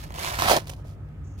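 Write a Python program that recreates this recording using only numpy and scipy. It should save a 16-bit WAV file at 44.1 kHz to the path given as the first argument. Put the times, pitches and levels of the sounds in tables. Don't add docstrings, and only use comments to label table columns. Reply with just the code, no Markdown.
import sys
import numpy as np
from scipy import signal
from scipy.fft import irfft
from scipy.io import wavfile
from scipy.ndimage import uniform_filter1d, map_coordinates

SR = 44100
rng = np.random.default_rng(int(sys.argv[2]) if len(sys.argv) > 2 else 0)


def wav_out(sig):
    wavfile.write(sys.argv[1], SR, np.round(np.clip(np.atleast_2d(sig).T, -1, 1) * 32767).astype(np.int16))


def boost_factor(decibels):
    exponent = np.asarray(decibels, float) / 20
    return 10 ** exponent


N = 61739


def evened(x):
    return x / np.sqrt(np.mean(x ** 2) + 1e-20)


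def lumps(size):
    once = uniform_filter1d(rng.standard_normal(N), size=size)
    return evened(uniform_filter1d(once, size=size))


def read(points, hz):
    f, value = np.transpose(points)
    return np.interp(np.log(hz + 1), np.log(f + 1), value)


def colour(x, points):
    hz = abs(np.fft.fftfreq(2048, 1 / SR))
    log_gain = np.log(boost_factor(read(points, hz)))
    response = np.exp(log_gain - 1j * signal.hilbert(log_gain).imag)[:1025]
    return signal.oaconvolve(x, irfft(response)[:1024])[:N]


def resonate(x, hz, width):
    turn = np.exp(2j * np.pi * np.cumsum(hz * np.ones(len(x))) / SR)
    r = np.exp(-np.pi * width / SR)
    smooth = signal.lfilter([1 - r], [1, -r], x / turn + 1e-18)
    return 2 * (turn * smooth).real


# pitch_hz, level_db (per Hz)
WASH_SPECTRUM = [(30, -35.5), (55, -7.5), (170, -16), (260, -23), (900, -35.5), (1400, -37), (2600, -46.5),
                 (4500, -57.5), (15500, -64)]
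# pitch_hz, likeness (0 to 1)
WASH_LIKENESS = [(60, 0.82), (150, 0.75), (300, 1), (700, 0.17), (1500, 0.17), (4000, 0.26)]


def wash():
    level_db, lag_s, tilt_db, patch_db = -53, 0.00014, -3, 1.3
    frames, hz = N // 512 + 5, np.fft.rfftfreq(2048, 1 / SR)
    a, b, c, d, patches = rng.standard_normal((frames, 1025, 5)).T
    patches = uniform_filter1d(patches, size=20, axis=0)
    patches = evened(uniform_filter1d(patches, size=6, axis=1))
    same = np.clip(read(WASH_LIKENESS, hz), -1, 1)[:, None]
    right = a + 1j * b
    left = same * right + np.sqrt(1 - same ** 2) * (c + 1j * d)
    far = np.exp(-2j * np.pi * hz * lag_s) * boost_factor(tilt_db * np.log2(1 + hz / 3000))
    z = np.array([far[:, None] * left, right])
    z *= boost_factor(read(WASH_SPECTRUM, hz)[:, None] + patch_db * patches)
    middle = (hz > 200) & (hz < 2000)
    share = np.sum(abs(z[:, middle]) ** 2) / np.sum(abs(z) ** 2)
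    noise = signal.istft(z, nperseg=2048, noverlap=1536)[1][:, :N]
    return boost_factor(level_db) * evened(noise) / np.sqrt(share)


# pitch_hz, width_hz, level_db
HUM_LINES = [(56.7, 16, -43.5), (80.3, 31, -47.5), (98.74, 8.1, -44), (144.1, 13, -45.5), (167, 33, -59),
             (287.3, 13, -63), (1267, 58, -69)]


def hum():
    out = 0
    noise = rng.standard_normal((len(HUM_LINES), N + SR))
    for draw, (hz, width, db) in zip(noise, HUM_LINES):
        line = resonate(resonate(draw, hz, width), hz, width)
        out = out + boost_factor(db) * evened(line[SR:])
    return out


def clicks(per_s, spread_db):
    sign, chance, size = rng.random((N, 3)).T
    size_db = spread_db * np.minimum(-np.log(1 - size), 3.01)
    return evened(np.sign(sign - .5) * (chance < per_s / SR) * boost_factor(size_db))


def crackle(spectrum):
    cracks_per_s, spread_db, fizz_db = 2500, 4.2, -4
    own_share = 0.49

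    def cracks():
        grains = clicks(cracks_per_s, spread_db) + boost_factor(fizz_db) * rng.standard_normal(N)
        return colour(grains, spectrum)

    shared, left, right = cracks(), cracks(), cracks()
    return evened(np.sqrt(1 - own_share) * shared + np.sqrt(own_share) * np.array([left, right]))


# pitch_hz, width_hz, level_db
SHEET_MODES = [(190, 100, 2), (360, 100, -1), (510, 100, -3), (605, 80, -1), (712, 70, 1), (850, 120, -4),
               (985, 130, -1), (1090, 130, -2), (1500, 220, -5), (1890, 220, 0), (2750, 350, 6)]


def drum(x, pitch):
    tension_db = 11
    out = 0
    for k, (hz, width, db) in enumerate(SHEET_MODES):
        push = x * boost_factor(-tension_db * np.log2(hz / pitch) ** 2)
        out = out + (-1) ** k * boost_factor(db) * resonate(push, hz, width) * np.sqrt(300 / width)
    return out


# start_s, crackle level_db, drum_db (re crackle), sheet pitch_hz
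PULL_STROKES = [
    [(0, -49.5, -29, 900), (.04, -48, 0, 860), (.075, -57.5, -5.5, 910), (.135, -59, 9, 1050),
     (.145, -47.5, 2.5, 900), (.2, -36.5, -6.5, 945), (.27, -33, -5, 1134), (.35, -38, 2, 1080),
     (.383, -40.5, 0, 960)],
    [(.386, -34, -8, 1060), (.42, -29.5, -1, 1040), (.47, -29, 3, 980), (.495, -23.5, 0, 876),
     (.515, -23, 1.5, 700), (.555, -26.5, 0.5, 630), (.575, -31.5, 5, 578), (.595, -44, -4, 630),
     (.665, -63, 2, 680)],
]


def pulls(clump):
    t = np.arange(N) / SR
    s, db, drum_db, hz = np.vstack(PULL_STROKES).T
    high = boost_factor(np.interp(t, s, db)) * (t < s[-1]) * clump
    low = high * boost_factor(np.interp(t, s, drum_db))
    wander = 1 + .12 * lumps(size=400)
    pitch = np.clip(np.interp(t, s, hz), 300, 2000) * wander
    return high, low, pitch


def hull(x):
    t60_s, changes_per_s, patterns = .04, 12, 6
    t, out = np.arange(2000) / SR, 0
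    place = np.arange(N) / SR * changes_per_s % patterns
    for k in range(patterns):
        taps = rng.standard_normal((2, 2000)) * boost_factor(-60 * t / t60_s) * (t > .0008)
        taps = taps / np.linalg.norm(taps, axis=1)[:, None]
        gap = np.minimum(abs(place - k), patterns - abs(place - k))
        window = np.cos(np.pi / 2 * np.minimum(gap, 1))
        out = out + signal.fftconvolve(x * window, taps, axes=1)[:, :N]
    return out


# start_s, peak level_db, low_share_db
SNAP_EVENTS = [(0.0394, -57, -13), (0.1051, -32, 20), (0.1224, -29, 5), (0.1418, -27, 2),
               (0.1496, -31, -20), (0.159, -25.5, -15), (0.1865, -36, -24.5), (0.1902, -42.5, 9),
               (0.2084, -30, -18), (0.2782, -26, 9), (0.3537, -18.5, 2), (0.39, -10.5, -16),
               (0.398, -12, 12), (0.4108, -17, -11), (0.4217, -8, -11), (0.438, -25, -8), (0.446, -29, 13),
               (0.4744, -18.5, -3), (0.5018, -32, -18), (0.5129, -13.5, 10), (0.5219, -35, -17.5),
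               (0.5661, -4.5, 4), (0.6178, -51, -5), (0.6566, -38.5, 14), (0.6713, -27.5, 6),
               (0.6955, -67, -6), (0.7193, -31, 0), (0.7354, -32, -13), (1.053, -62, -5),
               (1.0884, -51.5, 0.5)]
# pitch_hz, level_db
CRACK_SPECTRUM = [(200, -9.5), (1000, -4), (2200, -4.5), (4500, -5.5), (7000, -10.5), (8300, -16),
                  (11500, -12.5), (15500, -18.5)]


def snaps(pitch):
    t60_s, trim_db = .009, 1
    burst, thud = np.zeros((2, N))
    draws = rng.standard_normal((len(SNAP_EVENTS), 800))
    fade = boost_factor(-60 * np.arange(800) / SR / t60_s)
    for (start, peak_db, share_db), draw in zip(SNAP_EVENTS, draws):
        at = round(start * SR)
        burst[at:at + 800] += boost_factor(peak_db + trim_db) * fade * draw
        thud[at] -= boost_factor(peak_db + share_db + 7)
    return colour(burst, CRACK_SPECTRUM) + drum(thud, pitch)


FLAP_STARTS = [.04, .107, .186, .275, .389, .4215, .4465, .46, .512, .521, .5645, .572, .697, .797, .85]
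# level_db, pitch_hz
FLAP_POPS = [(-48, 1000), (-28.5, 800), (-23.5, 1000), (-19, 1800), (-14.5, 1160), (-11, 1100), (-20, 690),
             (-27, 200), (-9.5, 720), (-15.5, 810), (-13, 700), (-27, 220), (-31, 640), (-40, 530),
             (-38, 580)]


def flaps():
    cycles = 7
    out, t = np.zeros(N), np.arange(3000) / SR
    for s, (db, hz) in zip(FLAP_STARTS, FLAP_POPS):
        pop = boost_factor(db - 60 * t * hz / cycles) * np.sin(2 * np.pi * hz * t)
        out[round(s * SR):][:3000] -= pop
    return out


# start_s, length_s, level_db, low_share_db
RUSTLE_PUFFS = [
    (0.664, 0.039, -48, -7),
    (0.693, 0.013, -38, -4),
    (0.704, 0.05, -52.5, -0.5),
    (0.738, .1, -65.5, 6),
    (0.762, 0.019, -67, -7),
    (0.835, 0.13, -62, 0),
    (1.017, 0.1, -97, 3.5),
    (1.375, .05, -58, -23),
]


def rustles(clump):
    t = np.arange(N) / SR
    loose = low = 0
    for start, length, level_db, share_db in RUSTLE_PUFFS:
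        u = np.clip((t - start) / length, 0, 1)
        puff = boost_factor(level_db) * np.sin(np.pi * u ** 0.8) * clump
        loose = loose + puff
        low = low + puff * boost_factor(share_db)
    return loose, low


def brush():
    start_s, length_s, level_db, pitch_hz, width_hz = 1.235, 0.19, -69, 6300, 2300
    u = np.clip((np.arange(N) / SR - start_s) / length_s, 0, 1)
    hiss = rng.standard_normal(N)
    for _ in range(3):
        hiss = resonate(hiss, pitch_hz, width_hz)
    return boost_factor(level_db + 2 * lumps(size=300)) * np.sin(np.pi * u ** 0.42) * evened(hiss)


# pitch_hz, level_db
FILM_SPECTRUM = [(200, -14), (1500, -4.5), (3000, 0), (6500, -1), (8300, -9), (11500, -6.5), (15500, -12)]


def peel():
    slips_per_s, slip_spread_db, clump_db, stick_db = 560, 0, -0.5, 2.2
    clump = boost_factor(clump_db * lumps(size=300) + stick_db * lumps(size=60))
    high, pull_low, pitch = pulls(clump)
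    loose, loose_low = rustles(clump)
    slips = evened(drum(clicks(slips_per_s, slip_spread_db), pitch))
    tearing = high * crackle(CRACK_SPECTRUM) + loose * crackle(FILM_SPECTRUM)
    drumming = (pull_low + loose_low) * slips
    return tearing + drumming + snaps(pitch) + flaps() + brush()


# start_s, lag_s
FAR_EAR_LAGS = [(0, 0.00033), (.3, 0.0003), (.45, 0.00021), (1.0, 0.0002), (1.4, 0.00034)]
# pitch_hz, level_db
FAR_EAR_SHADOW = [(300, 0), (1000, -3.2), (2000, -1), (3500, -8.5), (6500, -10.5), (8500, 2), (11500, -11),
                  (15000, -1.5)]


def scene():
    near_db, hull_db = 3.5, -10
    left, right = boost_factor(near_db) * peel()
    samples = np.arange(N)
    late = samples - SR * np.interp(samples / SR, *np.transpose(FAR_EAR_LAGS))
    far = colour(map_coordinates(left, [late], order=5), FAR_EAR_SHADOW)
    ears = np.array([far, right])
    return ears + boost_factor(hull_db) * hull(ears) + wash() + hum()


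def low_pass(x):
    return signal.sosfilt(signal.butter(12, 16060, fs=SR, output="sos"), x)


def record(dry):
    edge = signal.firwin(255, 15900, window=("kaiser", 9), fs=SR)
    mix = signal.oaconvolve(dry, edge[None], "same")
    return low_pass(mix)


dry = scene()
out = record(dry)
wav_out(out)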